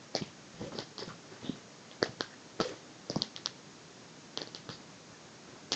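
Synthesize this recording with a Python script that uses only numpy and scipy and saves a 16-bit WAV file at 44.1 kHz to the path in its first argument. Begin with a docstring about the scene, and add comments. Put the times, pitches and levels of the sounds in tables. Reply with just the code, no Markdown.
"""A kitten wrestles with a sleeved arm on a sofa in a small, quiet room; air, hiss and faint cloth rustle run throughout.
It opens with a snap, a paw bump and a scrape; scuffs and soft bumps follow until about 1.5 s.
From 2 to 3.5 s claws and teeth snap free again and again; a denser flurry comes at 4.4 to 4.7 s.
Faint rubbing leads to a last snap at 5.72 s. Snaps and thuds are damped pulses, rubs are clumpy shaped noise;
two hard surfaces echo each snap and the room rings briefly."""
import sys
import numpy as np
from scipy import signal
from scipy.fft import rfft, irfft, next_fast_len
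from scipy.io import wavfile
from scipy.ndimage import map_coordinates

SR = 44100
rng = np.random.default_rng(int(sys.argv[2]) if len(sys.argv) > 2 else 0)


def put_to_file(sound):
    """Save the sound as 16-bit audio at rate SR, in the file named by the first command-line argument."""
    columns = np.atleast_2d(sound).T  # one column per channel
    safe = np.clip(columns, -1, 1)
    whole_steps = np.round(safe * 32767)
    wavfile.write(sys.argv[1], SR, whole_steps.astype(np.int16))


N = 253575  # samples in the scene
SIZE, LEAD = 2048, 256  # samples in one pulse, and of those before its onset


def amp(db):
    """Decibels to gain."""
    return 10 ** (np.asarray(db) / 20)


def unit(x):
    """x at rms 1."""
    return x / np.sqrt(np.mean(x ** 2) + 1e-20)


def along(points, hz):
    """Read (frequency, value) points on a log frequency axis."""
    f, v = np.transpose(points)
    return np.interp(np.log(hz + 1e-6), np.log(f), v)


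def add(track, s, x):
    """Mix x into the track from time s."""
    i = max(round(s * SR), 0)
    track[i:i + len(x)] += x[:max(len(track) - i, 0)]


def wobble(rate, n):
    """A smooth random curve of n samples, rate knots a second."""
    knots = rng.standard_normal(int(n * rate / SR) + 4)
    return map_coordinates(knots, [np.arange(n) * rate / SR])


def filtered(x, gain_at):
    """x times a gain that depends on frequency."""
    m = next_fast_len(x.shape[-1] + 8192)
    spectrum = rfft(x, m) * gain_at(np.fft.rfftfreq(m, 1 / SR))
    return irfft(spectrum, m)[..., :x.shape[-1]]


def coloured(x, shape, pitch_hz=1):
    """x through a spectrum shape, at rms 1."""
    return unit(filtered(x, lambda hz: amp(along(shape, hz / pitch_hz))))


def fibres(n, rate, clump_db):
    """Threads slipping: noise that comes in small clumps."""
    return rng.standard_normal(n) * amp(clump_db * wobble(rate, n))


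def pulse(shape, pitch_hz, ripple_db, abrupt, narrowness=1):
    """One push through a damped body, rms 1 over 10 ms; abrupt 1 starts at once, 0 swells as it fades."""
    ratio = np.fft.rfftfreq(SIZE, 1 / SR) / pitch_hz
    # random ripple makes every body slightly different
    ripple = map_coordinates(rng.standard_normal(size=64), [8 * np.log1p(ratio)], mode="nearest")
    colour_db = narrowness * along(shape, ratio) + ripple_db * ripple
    # moving the cepstrum to positive times moves the energy after the onset
    cepstrum = irfft(np.log(amp(colour_db)))
    cepstrum[1:SIZE // 2] *= 1 + min(abrupt, 1)
    cepstrum[SIZE // 2 + 1:] *= 1 - min(abrupt, 1)
    ring = np.roll(irfft(np.exp(rfft(cepstrum))), LEAD)
    return ring * np.sqrt(SR / 100) / np.linalg.norm(ring)


# how long the room rings: (frequency [Hz], time to fall 60 dB [s])
ROOM_DECAY = [(150, 0.31), (500, 0.27), (2000, 0.23), (4500, 0.32), (8000, 0.14)]


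def room_tail():
    """Scattered reflections: a strong start, a dip, a rebuild by 12 ms, each band dying at its own speed; energy 1."""
    hz, t, z = signal.stft(rng.standard_normal(SR // 3), SR, nperseg=256)
    decay = amp(-60 * t / along(ROOM_DECAY, hz)[:, None])
    tail = signal.istft(z * decay, SR, nperseg=256)[1]
    t = np.arange(len(tail)) / SR
    build = np.interp(t, [0, .008, .012], [.33, .5, 1])
    early = 1 + 4.2 * np.exp(-t / 0.0045)
    tail *= build * early
    return tail / np.linalg.norm(tail)


def echo(delay_s, spread_s):
    """A near hard surface answers with a slightly smeared copy; energy 1."""
    t = np.arange(SIZE // 8) / SR
    smear = .2 * rng.standard_normal(len(t)) * np.exp(-t / spread_s)
    smear[0] = 1
    return np.pad(smear / np.linalg.norm(smear), (round(delay_s * SR), 0))


# colour of the room's air and the microphone hiss: (frequency [Hz], level [dB])
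AIR_COLOUR = [(20, -37), (45, -12), (75, -6.5), (105, -5), (150, 0.5), (250, -3), (400, -5), (800, -10.5),
              (1700, -13.5), (3000, -17), (5000, -15.5), (6800, -15.5), (8000, -28.5), (9000, -48)]
# colour of shifting padding: (multiple of its pitch [ratio], level [dB])
BODY_SHAPE = [(.1, -25), (.35, -4), (.65, -9), (1, 1.5), (1.4, -8), (2.3, -11.5), (5, -18), (14, -58.5)]
# colour of taut cloth, for rustles and clacks: (multiple of its pitch [ratio], level [dB])
CLACK_SHAPE = [(.25, -24.5), (.5, -8.5), (0.748, -0.5), (1.002, 5), (1.222, 3), (1.45, -25), (2.199, -27),
               (6, -57)]
AIR_DB = -52.5
FIDGET_DB, FIDGET_RATE, FIDGET_SWING_DB = -74.5, 9.7, 2.5  # moving sleeve: level, knots a second, depth


def background():
    """Room air and microphone hiss as shaped noise, with faint constant shifting and rustling of cloth."""
    air = amp(AIR_DB) * coloured(rng.standard_normal(N), AIR_COLOUR)
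    shifting = amp(-65.0) * coloured(fibres(N, rate=36, clump_db=6.5), BODY_SHAPE, 295)
    fidget = fibres(N, rate=FIDGET_RATE, clump_db=FIDGET_SWING_DB)
    rustle = amp(FIDGET_DB) * coloured(fidget, CLACK_SHAPE, 1400)
    return air + shifting + rustle


STROKE_SKEW, STROKE_ROUND = 0.58, 0.61  # a rub swells faster than it fades (skew under 1)


def stroke(length_s):
    """The swell and fade of one rub, rms 1."""
    n = max(round(length_s * SR), SIZE // 8)
    arch = np.sin(np.pi * (np.arange(n) / n) ** STROKE_SKEW)
    return unit(np.abs(arch) ** STROKE_ROUND)


# hiss of the weave: (frequency [Hz], level [dB])
WEAVE_HISS = [(1500, -25), (2400, -10), (3300, -3), (4500, 0), (5500, -4), (6800, -8), (8000, -25),
              (9000, -45)]
RUSTLE_DB, HISS_DB = -5.5, -1.5  # the sleeve and the weave, against the surface level


def rub(length_s, body_db, body_hz, surface_db):
    """Rubbing shakes the padding, rustles the sleeve and hisses in the weave."""
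    swell = stroke(length_s)
    n = len(swell)
    body = amp(body_db) * coloured(fibres(n, rate=147.8, clump_db=5), BODY_SHAPE, body_hz)
    rustle = amp(RUSTLE_DB) * coloured(fibres(n, rate=380, clump_db=2.5), CLACK_SHAPE, 1720)
    hiss = amp(HISS_DB) * coloured(fibres(n, rate=440, clump_db=3.5), WEAVE_HISS)
    return swell * (body + amp(surface_db) * (rustle + hiss))


# cloth rubbing: (start [s], length [s], body level [dB], body pitch [Hz], surface level [dB])
SCUFFS = [(0.523, 0.087, -50, 150, -64), (.595, 0.1, -42.5, 187, -57.5), (.715, 0.069, -46.5, 266, -58.5),
          (.775, 0.06, -44, 316, -53.5), (.985, 0.092, -47, 344, -56.5), (1.072, 0.056, -47, 170, -56),
          (1.307, 0.093, -54.5, 368, -62), (1.406, 0.12, -47, 245, -59), (1.54, .06, -52.5, 320, -62),
          (2.035, 0.065, -48, 600, -66), (2.63, 0.17, -51, 320, -57.5), (3.1, 0.16, -48.5, 220, -68),
          (4.38, .07, -49.5, 396, -56), (4.696, .07, -54, 200, -58), (5.439, 0.18, -57, 310, -69)]


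def scuffs():
    """Fur and sleeve rub over the sofa as the two shift their grip."""
    out = np.zeros(N)
    for start, length_s, body_db, body_hz, surface_db in SCUFFS:
        add(out, start, rub(length_s, body_db, body_hz, surface_db))
    return out


# a claw or paw dragged over the weave: (start [s], length [s], level [dB], pitch [Hz])
SCRAPES = [(0.159, 0.043, -53, 2190), (0.249, .05, -64, 2870), (0.645, .055, -49, 534),
           (0.736, 0.11, -53, 4820), (0.986, .06, -46.5, 4850), (1.087, .055, -50, 1300),
           (1.438, .11, -53, 3660), (2.213, .06, -50.5, 1480), (2.304, .05, -59, 1730),
           (2.63, 0.093, -43, 482), (4.7, .07, -52.5, 4600), (5.115, .08, -65, 1640)]
# narrow colour of a scrape: (multiple of its pitch [ratio], level [dB])
SCRAPE_SHAPE = [(.55, -48), (.75, -12), (.9, -5), (1.08, -0.5), (1.25, -31.5), (1.6, -29.5)]


def scrapes():
    """Crossing threads at a steady speed sings in a narrow band."""
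    out = np.zeros(N)
    for start, length_s, db, hz in SCRAPES:
        swell = stroke(length_s)
        threads = fibres(len(swell), rate=300, clump_db=4)
        add(out, start, amp(db) * swell * coloured(threads, SCRAPE_SHAPE, hz))
    return out


# soft blows on the cushion: (time [s], level [dB], pitch [Hz])
BUMPS = [(0.154, -44, 197), (.213, -40, 246), (0.2207, -30.5, 198), (0.6265, -40, 260), (0.6339, -41, 159),
         (0.7536, -37.5, 316), (1.0766, -39, 195), (1.4467, -43, 197), (1.4953, -29, 241),
         (2.094, -39, 134), (2.6085, -30.5, 207), (3.1041, -35.5, 196), (3.1649, -25.5, 214),
         (4.6954, -40.5, 148)]
# colour of a blow: (multiple of its pitch [ratio], level [dB])
BUMP_SHAPE = [(.1, -18), (.35, -18.5), (.65, -3.5), (1, -2.5), (1.6, -9), (2.6, -26.5), (6, -49),
              (20, -81.5)]


def bumps():
    """Paws and body land on the cushion: a damped low pulse, with a little room behind it."""
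    out = np.zeros(N)
    for s, db, hz in BUMPS:
        start = s - LEAD / SR
        thud = amp(db) * pulse(BUMP_SHAPE, hz, ripple_db=1.5, abrupt=0.7)
        add(out, start, thud)
        add(out, start, amp(-11) * signal.fftconvolve(thud, room_tail()))
    return out


# cloth snapping free: (time [s], tick level [dB], tick pitch [Hz], clack level [dB], clack pitch [Hz],
# knock level [dB], room against tick [dB])
SNAPS = [(0.1514, -32, 4680, -33.5, 670, -29.5, -4), (0.2222, -53, 3070, -52.5, 1010, -50.5, 2.5),
         (0.7877, -37.5, 4330, -71, 960, -46, -4.5), (0.9818, -43, 4240, -48.5, 1220, -54, -5),
         (1.914, -56, 3420, -63, 1700, -54, -2), (2.0281, -30, 4530, -27.5, 1604, -22.5, -10.5),
         (2.2081, -33, 4260, -34.5, 1460, -32, -11), (2.6015, -46.5, 4160, -37, 1130, -27, 12),
         (3.099, -37.5, 4960, -36.5, 555, -37, -5.5), (3.1597, -39.5, 4950, -35.5, 910, -40.5, -8),
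         (3.2204, -26.5, 4240, -56, 970, -50, -15.5), (3.3634, -40, 4000, -53.5, 1780, -60, -7.5),
         (3.4599, -29, 4100, -41.5, 1330, -49.5, -15), (4.3747, -33.5, 4220, -45.5, 1230, -39.5, -13),
         (4.4176, -38.5, 4180, -52, 1480, -40, -9.5), (4.4739, -48.5, 3930, -65, 1410, -47, -7.5),
         (4.5484, -41.5, 4150, -55, 1200, -48.5, -6), (4.691, -48.5, 4020, -46.5, 1430, -43, 0.5),
         (5.72, -30, 4270, -46, 1260, -35.5, -0.5)]
# colour of the thread's tick: (multiple of its pitch [ratio], level [dB])
TICK_SHAPE = [(.42, -17.5), (.57, -30), (.72, -4), (.88, 3.5), (1, 8.5), (1.14, 5.5), (1.45, -6.5),
              (1.8, -37), (2.2, -46)]
# colour of the knock underneath: (multiple of its pitch [ratio], level [dB])
KNOCK_SHAPE = [(.1, -12), (.3, -8), (.6, -0.5), (1, 4), (1.4, -6.5), (2, -16.5), (4, -18), (9, -94)]
# near hard surfaces: (delay [s], level [dB], smear [s])
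WALLS = [(0.0108, -3, 0.00049), (0.0156, -6, 0.0012)]
# a tauter thread ticks higher and narrower: narrowness 1 at SLACK_HZ, rising as this power of the pitch
SLACK_HZ, TAUT_POWER = 4110, 4.5
KNOCK_HZ = 476  # the arm under the cloth
# a very near surface returns the tick inverted, which colours it with peaks and dips
NEAR_DELAY_S, NEAR_DB = .000755, -14
# before a snap the padding gives a brief low swell, its level set against the knock
SWELL_S, SWELL_HZ, SWELL_BODY_DB, SWELL_TREBLE_DB = 0.011, 380, -15.5, -28.5
# bodies screen the microphone, so the room stands out; low parts bend round them and feel only this share
SCREEN_SHARE = 0.51
CLACK_ROOM_DB, KNOCK_ROOM_DB = -6.5, -11  # what the room gets of the low parts
TAIL_DB = -0.5  # the scattered reflections
# the freed cloth slides on briefly, as hard as the snap that is thrown into the room
SLIDE_DELAY_S, SLIDE_S, SLIDE_HZ, SLIDE_BODY_DB, SLIDE_SURFACE_DB = .01, 0.051, 296, -13.5, -12


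def snaps():
    """A release is a bright tick, a clack of taut cloth and a knock of what lies under; then the cloth slides."""
    out = np.zeros(N)
    for s, tick_db, tick_hz, clack_db, clack_hz, knock_db, room_db in SNAPS:
        start = s - LEAD / SR
        narrowness = max((tick_hz / SLACK_HZ) ** TAUT_POWER, .8)
        tick = amp(tick_db) * pulse(TICK_SHAPE, tick_hz, ripple_db=4.0, abrupt=0.64, narrowness=narrowness)
        clack = amp(clack_db) * pulse(CLACK_SHAPE, clack_hz, ripple_db=3.5, abrupt=0.36)
        knock = amp(knock_db) * pulse(KNOCK_SHAPE, KNOCK_HZ, ripple_db=1.2, abrupt=0.43)

        # reversed, the swell grows slowly towards the snap
        swell = rub(SWELL_S, knock_db + SWELL_BODY_DB, SWELL_HZ, tick_db + SWELL_TREBLE_DB)[::-1]
        add(out, s - SWELL_S, swell)

        # the tick and its near reflection; the heavier parts start just after the tick
        add(out, start, amp(0.05) * tick)
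        add(out, start + NEAR_DELAY_S, -amp(NEAR_DB) * tick)
        add(out, start + 0.00022, clack)
        add(out, start + 0.00058, -knock)

        # the upholstery soaks up the low parts; the tick spreads into the room with a broader colour
        thrown_db = tick_db + room_db
        broad_tick = pulse(TICK_SHAPE, tick_hz, ripple_db=1, abrupt=0.89, narrowness=0.41 * narrowness)
        low_parts = amp(CLACK_ROOM_DB) * clack + amp(KNOCK_ROOM_DB) * knock
        thrown = amp(thrown_db) * broad_tick + amp(SCREEN_SHARE * room_db) * low_parts
        for delay_s, wall_db, smear_s in WALLS:
            add(out, start, amp(wall_db) * signal.fftconvolve(thrown, echo(delay_s, smear_s)))
        add(out, start, amp(TAIL_DB) * signal.fftconvolve(thrown, room_tail()))

        slide = rub(SLIDE_S, thrown_db + SLIDE_BODY_DB, SLIDE_HZ, thrown_db + SLIDE_SURFACE_DB)
        add(out, s + SLIDE_DELAY_S, slide)
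    return out


# the microphone's response to close sounds: (frequency [Hz], level [dB])
PRESENCE = [(1500, -1), (1950, 1.5), (2350, 4.5), (2750, 3), (3250, 3), (3750, -0.5), (4600, -0.5),
            (5600, -0.5), (6500, 0.5), (7400, -1), (9000, -34)]


def scene():
    """All the play happens close to one microphone, over the steady background."""
    rubbing = scuffs() + scrapes()
    rubbing = rubbing + amp(-7.5) * signal.fftconvolve(rubbing, room_tail())[:N]
    play = filtered(snaps() + bumps() + rubbing, lambda hz: amp(along(PRESENCE, hz)))
    return (play + background())[None]


TOP_HZ = 8900  # the recorder's band limit


def record(dry):
    """The small microphone thins the deep bass, and the recorder cuts steeply above its band limit."""
    bass = [(25, -6.5), (70, -11.5), (115, -0.5)]  # (frequency [Hz], level [dB])
    thin = filtered(dry, lambda hz: amp(along(bass, hz)))
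    return filtered(thin, lambda hz: 1 / np.sqrt(1 + (hz / TOP_HZ) ** 120))


dry = scene()
out = record(dry)
put_to_file(out)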